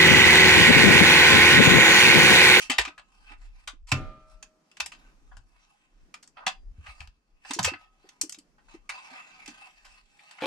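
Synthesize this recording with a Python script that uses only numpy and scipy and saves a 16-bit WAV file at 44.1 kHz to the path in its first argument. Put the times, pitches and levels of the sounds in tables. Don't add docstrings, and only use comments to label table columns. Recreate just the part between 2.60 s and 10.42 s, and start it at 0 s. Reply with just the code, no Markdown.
import sys
import numpy as np
from scipy import signal
from scipy.fft import rfft, irfft
from scipy.io import wavfile
from scipy.ndimage import uniform_filter1d

SR = 44100
rng = np.random.default_rng(int(sys.argv[2]) if len(sys.argv) > 2 else 0)


def wav_record(signal):
    frames = np.transpose(np.atleast_2d(signal))
    bounded = np.clip(frames, -1, 1)
    quanta = np.round(bounded * 32767).astype(np.int16)
    wavfile.write(sys.argv[1], SR, quanta)


N = 344862


def undb(db):
    return 10 ** (np.asarray(db) / 20)


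def unit(x):
    return x / np.sqrt(np.mean(x ** 2))


def band(x, lo_hz, hi_hz, order=2):
    return signal.sosfilt(signal.butter(order, [lo_hz, hi_hz], "band", fs=SR, output="sos"), x)


def mode(x, hz, t60):
    r = np.exp(-np.log(1000) / (t60 * SR))
    w = 2 * np.pi * hz / SR
    return signal.lfilter([0, r * np.sin(w)], [1, -2 * r * np.cos(w), r * r], x)


def walk(rate):
    k = max(int(SR / rate), 1)
    held = np.repeat(rng.standard_normal(N // k + 1), k)
    return 1.2 * uniform_filter1d(held, k)[:N]


def add(out, s, piece):
    i = int(s * SR)
    out[..., i:i + piece.shape[-1]] += piece[..., :N - i]


def sides(pan_db):
    return undb(np.array([[pan_db], [-pan_db]]) / 2)


# frequency in Hz, relative level in dB per Hz.
HISS_COLOUR = [(41, -40), (70, -20), (112, -18), (146, -4.5), (286, -5.5), (417, -12.5), (1460, -22.5),
               (2130, -26), (3550, -32), (5680, -27), (14500, -47.5)]
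HISS_DB = -73.5


def hiss():
    hz = np.maximum(np.arange(N // 2 + 1) * SR / N, 1)
    points_hz, points_db = np.transpose(HISS_COLOUR)
    colour = undb(np.interp(np.log(hz), np.log(points_hz), points_db))
    mid, side = rfft(rng.standard_normal((2, N)))
    apart = np.clip(hz / 900, .15, .9)
    noise = irfft(colour * np.array([mid + apart * side, mid - apart * side]), N)
    level = undb(HISS_DB + 3.0 * walk(3))
    return level * noise / np.sqrt(np.mean(noise.mean(0) ** 2))


# time in seconds, middle level in dB.
SWAY = [(0, -62.5), (.2, -52.5), (.6, -63.5), (.9, -59), (1.301, -67), (1.452, -42), (1.699, -66),
        (3.502, -65.5), (4.299, -59), (5.101, -77.5), (5.501, -76), (7.15, -67.5), (7.3, -62.5),
        (7.8, -88.5)]


def rumble():
    mid, side = band(rng.standard_normal((2, N)), 21, 42, order=3)
    s, db = np.transpose(SWAY)
    level = undb(np.interp(np.arange(N) / SR, s, db) + 8.6 * walk(6))
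    return level * (unit(mid) + 0.55 * unit(side) * np.array([[1], [-1]]))


def contacts(uneven_db, rate, apart, lag_s):
    shared = rng.standard_normal(N)
    late = np.roll(shared, int(lag_s * SR))
    ports = np.array([shared, late]) + apart * rng.standard_normal((2, N))
    return unit(undb(uneven_db * walk(rate)) * ports)


def patchy(x, depth_db, rate):
    hz = 500 * 2 ** (np.arange(40) / 8)
    return unit(sum(undb(depth_db * walk(rate)) * band(x, f / 1.035, f * 1.035, order=1) for f in hz))


# loudest moment in seconds, relative level in dB,
# rise in seconds, fall in seconds, low band against that level in dB, treble against that level in dB.
SLIDES = [(0.021, -44.5, 0.13, 0.066, -9.5, -1), (0.66, -68.5, 0.17, 0.064, -2, -4.5),
          (0.72, -47.5, 0.061, 0.035, -6.5, -20.5), (0.849, -64, 0.089, 0.054, -3.5, -8),
          (1.72, -74, 0.058, 0.081, 3.5, 1), (2.447, -69.5, 0.14, 0.15, 0.5, -10.5),
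          (3.801, -60.5, 0.043, 0.092, 12, -24.5), (4.288, -49, 0.054, 0.041, -4.5, -17),
          (4.44, -64.5, 0.15, 0.026, 0.5, -6), (4.892, -50, 0.063, 0.085, -6, -10),
          (5.075, -29, 0.027, 0.033, -7.5, -15.5), (5.2, -64.5, 0.026, 0.092, 2, -10),
          (6.14, -56.5, 0.072, 0.04, -3, -10), (6.588, -50, 0.074, 0.026, -4, -20)]
SLIDE_FADE_DB = 24.5
# time in seconds, relative level in dB.
DRAW = [(6.3, -52), (6.38, -49), (6.43, -57.5), (6.54, -53), (6.6, -53), (6.62, -59), (6.85, -58.5),
        (7.07, -56), (7.14, -67), (7.22, -67), (7.29, -63.5), (7.38, -62.5), (7.441, -82), (7.6, -64.5),
        (7.82, -59.5)]
DRAW_BODY_DB, DRAW_TREBLE_DB = -2, -12
DULLER_DB_PER_DB = 0.34


def slide_force(low, high, fidget):
    t = np.arange(0, N, 32) / SR
    s, db = np.transpose(DRAW)
    duller_db = DULLER_DB_PER_DB * (db + 55)
    draw_db = db + low * (DRAW_BODY_DB + duller_db) + high * (DRAW_TREBLE_DB - duller_db)
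    force = undb(np.interp(t, s, draw_db, left=-200))
    for s, db, rise_s, fall_s, body_db, treble_db in SLIDES:
        away = np.maximum((s - t) / rise_s, (t - s) / fall_s)
        force = force + undb(db + low * body_db + high * treble_db - SLIDE_FADE_DB * away ** 2)
    return np.interp(np.arange(N) / SR, t, force) + fidget * undb(-6 * high)


# start in seconds, relative level in dB, low band against that level
# in dB, treble against that level in dB, basic chatter time to fall 60 dB in seconds,
# pitch of the struck part in Hz, left minus right in dB.
CLACKS = [(0.0974, -18, -6, -9.5, 0.11, 2960, 1), (0.182, -19.5, -4, -7, 0.1, 2700, -0.2),
          (0.248, -31.5, -0.5, -16, 0.079, 2490, 1), (0.277, -32, -0.5, -17.5, 0.041, 2440, 0.5),
          (0.378, -39, -1, -18.5, 0.066, 1694, 0.5), (1.074, -31, -4, -7, 0.062, 3160, 0.5),
          (1.27, -53, -3, -1.5, 0.84, 6150, -1.5), (1.316, -17, -3, -10, 0.014, 2564, -2.5),
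          (1.8262, -38, -5.5, 2.5, 0.022, 1580, -1), (2.114, -53, -10, -4.5, 0.04, 2700, 0),
          (2.169, -41.5, -4, -3.5, 0.026, 2960, -1.5), (2.2004, -24.5, -5, -4.5, 0.039, 2510, 0),
          (2.2597, -32, -9, 2.5, 0.017, 2460, 0.5), (2.3186, -37.5, -4, -13, 0.078, 2690, 0.5),
          (2.7148, -59, 15.5, -22.5, 0.073, 1610, 0.5), (2.7682, -50.5, 4, -1.5, 0.041, 1610, 4.5),
          (3.5401, -39.5, -4.5, -5, 0.027, 1830, -1.5), (3.6264, -56, -0.5, 5.5, 0.086, 5800, 0),
          (3.675, -56.5, -2, 11.5, 0.02, 7760, 1), (3.769, -42, 2.5, -32, 0.12, 1330, -2.5),
          (3.8643, -22, -2.5, -9.5, 0.079, 2590, 0.5), (4.2627, -44.5, -2, -17, 0.08, 1586, 2),
          (4.404, -36.5, -11, -11, 0.017, 2800, 5), (4.414, -47.5, 8, -12, 0.011, 2330, -9),
          (4.4731, -42.5, -5, -5, 0.013, 1570, 2), (4.8488, -39.5, 1, -24, 0.043, 1710, -2),
          (4.907, -28, 0.5, -6, 0.028, 920, -0.5), (4.934, -38.5, -14, 7.5, 0.097, 5100, 0),
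          (4.9883, -24.5, 9, 0, 0.018, 940, -1), (5.028, -34.5, -25.5, 8, 0.081, 2880.0, -2),
          (5.0446, -21.5, -2, -4, 0.071, 3680, 0), (5.1352, -32.5, -2.5, -30, 0.054, 1510, 0.5),
          (5.489, -46.5, -12, 1, 0.023, 3370, -1), (5.6122, -33, -12, 15, 0.03, 7700, 1.5),
          (5.694, -47.5, -6, 15.5, 0.029, 8050, 1.5), (5.7224, -47.5, -7.5, 14, 0.027, 7730, -2),
          (5.744, -42.5, -8, 0, 0.023, 3800, 1), (5.7856, -49.5, -16, 7, 0.029, 7800, 0),
          (5.9813, -61, 5, -23, 0.1, 1496, 0.5), (6.083, -53.5, 3.5, -22, 0.028, 920, -2),
          (6.2913, -26.5, -7, -12, 0.044, 1110, 0.5), (6.8591, -37.5, -15, -5, 0.026, 2140, 0),
          (6.8761, -36, -10, -5, 0.078, 3370, -0.5), (7.2462, -50, -3, -9, 0.25, 2170, 1),
          (7.5913, -49, -18.5, -23, 0.065, 1940, 0.3), (7.7098, -43, -4, -6.5, 0.061, 4520, 2),
          (7.7846, -44, 2, -38.5, 0.079, 2164, 0.5), (7.805, -40.5, -2.5, -17.5, 0.093, 1457, 8)]


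def clack_force(low, high, share):
    force, t = np.zeros((2, N)), np.arange(SR // 8) / SR
    rise = 1 - np.exp(-t / 0.0012)
    for s, peak_db, body_db, treble_db, t60, _, pan_db in CLACKS:
        hold_s = 0.0081 * undb((peak_db + 16.5) / 2)
        fade = np.exp(-np.log(1000) * np.maximum(t - hold_s, 0) / (t60 * share))
        level = undb(peak_db + low * body_db + high * treble_db)
        add(force, s, level * sides(pan_db) * (rise * fade))
    return force


# low edge in Hz, high edge in Hz, gain in dB,
# multiplier of the basic chatter time.
BANDS = [(717, 1680, -3, 1.22), (1750, 2900, -1.5, 0.8), (2970, 4650, -3, 1.29), (4740, 8120, 1.5, 1.1),
         (9810, 12000, -11.5, 0.6)]
# share of the low-band dB, share of the treble dB.
FOLLOW = [(1, 0), (0, 0), (0, .35), (0, 1), (0, 1)]
# pitch in Hz, relative level in dB, time to fall 60 dB in seconds.
FRAME_MODES = [(845, -15, 0.05), (1060, -11, .05), (1262, -10, .06), (1570, -11, .05), (2670, -11, .1)]
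FIDGET_DB = -81
PORT_LAG_S = .00022


def frame():
    chatter = patchy(contacts(uneven_db=2.8, rate=320, apart=0.8, lag_s=.00003), depth_db=4, rate=25)
    rasp = patchy(contacts(uneven_db=2.0, rate=220, apart=1.0, lag_s=PORT_LAG_S), depth_db=4.5, rate=14)
    knock_ring_db, rub_ring_db = -35, -27
    out, fidget = 0, undb(FIDGET_DB + 5 * walk(6.5))
    for (lo_hz, hi_hz, db, share), (low, high) in zip(BANDS, FOLLOW):
        knocking = clack_force(low, high, share) * chatter
        rubbing = undb(2.0) * slide_force(low, high, fidget) * rasp
        gain = undb(db) * np.sqrt(SR / 4 / (hi_hz - lo_hz))
        knock, rub = gain * band(np.array([knocking, rubbing]), lo_hz, hi_hz, order=3)
        out = out + knock + rub
        drive = undb(knock_ring_db) * knock + undb(rub_ring_db) * rub
        for hz, mode_db, t60 in FRAME_MODES:
            if lo_hz <= hz < hi_hz:
                out = out + undb(mode_db) * mode(drive, hz, t60)
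    return out


def struck_parts(ring_db=-6, cycles=110):
    out, t = np.zeros((2, N)), np.arange(SR // 8) / SR
    chances = rng.random((len(CLACKS), 3, 3))
    for (s, peak_db, body_db, treble_db, t60, hz, pan_db), chance in zip(CLACKS, chances):
        band_db = np.interp(np.log(hz), np.log([1000, 2700, 7000]), [body_db, 0, treble_db])
        fade = (1 - np.exp(-t / 0.00053)) * np.exp(-np.log(1000) * t / min(cycles / hz, t60))
        detune = 1 + 0.19 * (chance[:, :1] - .5) * [[0], [1], [1]]
        phase = chance[:, 1:, None]
        ping = np.sin(2 * np.pi * ((hz * detune * t)[:, None] + phase)).sum(0)
        add(out, s, undb(peak_db + band_db + ring_db) * sides(pan_db) * fade * ping)
    return out


CABIN_T60_S, CABIN_DB = 0.16, -8.5


def cabin(x):
    t = np.arange(SR // 3) / SR
    noise = rng.standard_normal((2, len(t)))
    dull = signal.lfilter([.3], [1, -.7], noise)
    fade = np.log(1000) * t / CABIN_T60_S
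    tail = dull * np.exp(-fade) + (noise - dull) * np.exp(-1.8 * fade)
    tail = band(tail * (t > .002), 350, 12000, order=1)
    tail = tail / np.sqrt(np.sum(tail ** 2, 1, keepdims=True))
    return undb(CABIN_DB) * signal.fftconvolve(x, tail, axes=1)[:, :N]


# start in seconds, level in dB, pitch in Hz.
THUMPS = [(0.097, -31, 279), (0.186, -33.5, 53.5), (0.191, -34, 414), (0.274, -45, 292), (0.708, -51, 290),
          (1.133, -55.5, 285), (2.216, -51, 57), (2.768, -51.5, 87.3), (3.863, -46, 189),
          (4.112, -47.5, 59.7), (4.183, -37.5, 73), (4.207, -50.5, 79.2), (4.241, -54, 58),
          (4.284, -41.5, 51), (4.404, -41, 73), (4.477, -42.5, 50.5), (4.905, -39.5, 276),
          (4.964, -35, 326), (4.994, -29.5, 141), (5.052, -35, 90), (5.052, -39, 500), (5.076, -32.5, 518),
          (5.118, -38.5, 286), (5.443, -51, 375), (5.635, -38.5, 308.5), (5.777, -53, 293),
          (6.142, -45, 321), (6.513, -54, 259), (6.88, -43, 243)]


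def thumps(cycles=30, longest_s=0.19):
    out, t = np.zeros((2, N)), np.arange(SR // 2) / SR
    noises = rng.standard_normal((len(THUMPS), 3, len(t)))
    for (s, db, hz), noise in zip(THUMPS, noises):
        push = (1 - np.exp(-t * hz / 0.1)) ** 2
        fade = push * np.exp(-np.log(1000) * t / min(cycles / hz, longest_s))
        rough = unit(band(noise[0] + 0.3 * noise[1:], 0.85 * hz, 1.2 * hz))
        add(out, s, undb(db) * fade * (np.sin(2 * np.pi * hz * t) + 1.0 * rough))
    return out


# start in seconds, level in dB.
LEG_RINGS = [(0.28, -59), (5.102, -50.5)]
LEG_HZ, LEG_T60_S = 1276, .55


def leg():
    blows = np.zeros(N)
    for s, db in LEG_RINGS:
        add(blows, s, undb([db]))
    return mode(blows, LEG_HZ, LEG_T60_S)


# pitch in Hz, relative level in dB, time to fall 60 dB in seconds.
PANEL_MODES = [(90, -6.5, 0.27), (130, -7, 0.3), (284, -17, 0.2), (550, -31, 0.7), (627, -35, 1.7),
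               (759, -29, 0.55), (1206, -27, 0.85), (1325, -30, 1.1), (1373, -26, 0.4), (1427, -29, .4),
               (1814, -32, .36), (2132, -38, .5), (2412, -41, 0.9)]
CLANK_S, CLANK_DB = 1.322, -14.5


def clank():
    blow = np.zeros(N)
    blow[int(CLANK_S * SR)] = undb(CLANK_DB)
    out = np.zeros((2, N))
    for k, (hz, db, t60) in enumerate(PANEL_MODES):
        out += (-1) ** k * undb(db + 2.5 * walk(12)) * mode(blow, hz, t60)
    t = np.arange(SR) / SR
    left, right, low = rng.standard_normal((3, SR))
    ports = np.array([left, right])
    blur = unit(band(ports, 310, 2600)) * np.exp(-np.log(1000) * t / .65)
    boom = unit(band(low + 0.37 * ports, 55, 300)) * np.exp(-np.log(1000) * t / 0.58)
    boom = boom * (1 - np.exp(-t / 0.0039))
    add(out, CLANK_S, undb(CLANK_DB - 28.5) * blur + undb(CLANK_DB - 19.0) * boom)
    return out


# pitch in Hz, relative level in dB, time to fall 60 dB in seconds.
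BRACE_MODES = [(960, 2, .08), (2590, -3, .15), (2665, -1, .15), (4823, -7, .33)]
# start in seconds, strength in dB.
BRACE_RINGS = [(2.2, -39.5), (2.259, -54), (2.32, -57.5), (3.865, -46), (5.045, -43)]


def brace():
    blows = np.zeros(N)
    for s, db in BRACE_RINGS:
        add(blows, s, undb([db]))
    return sum(undb(db) * mode(blows, hz, t60) for hz, db, t60 in BRACE_MODES)


def scene():
    metal = frame() + struck_parts() + leg() + brace()
    return metal + cabin(metal) + thumps() + clank() + hiss() + rumble()


def record(dry):
    return signal.sosfilt(signal.ellip(10, .2, 70, 14700, fs=SR, output="sos"), dry)


dry = scene()
out = record(dry)
wav_record(out)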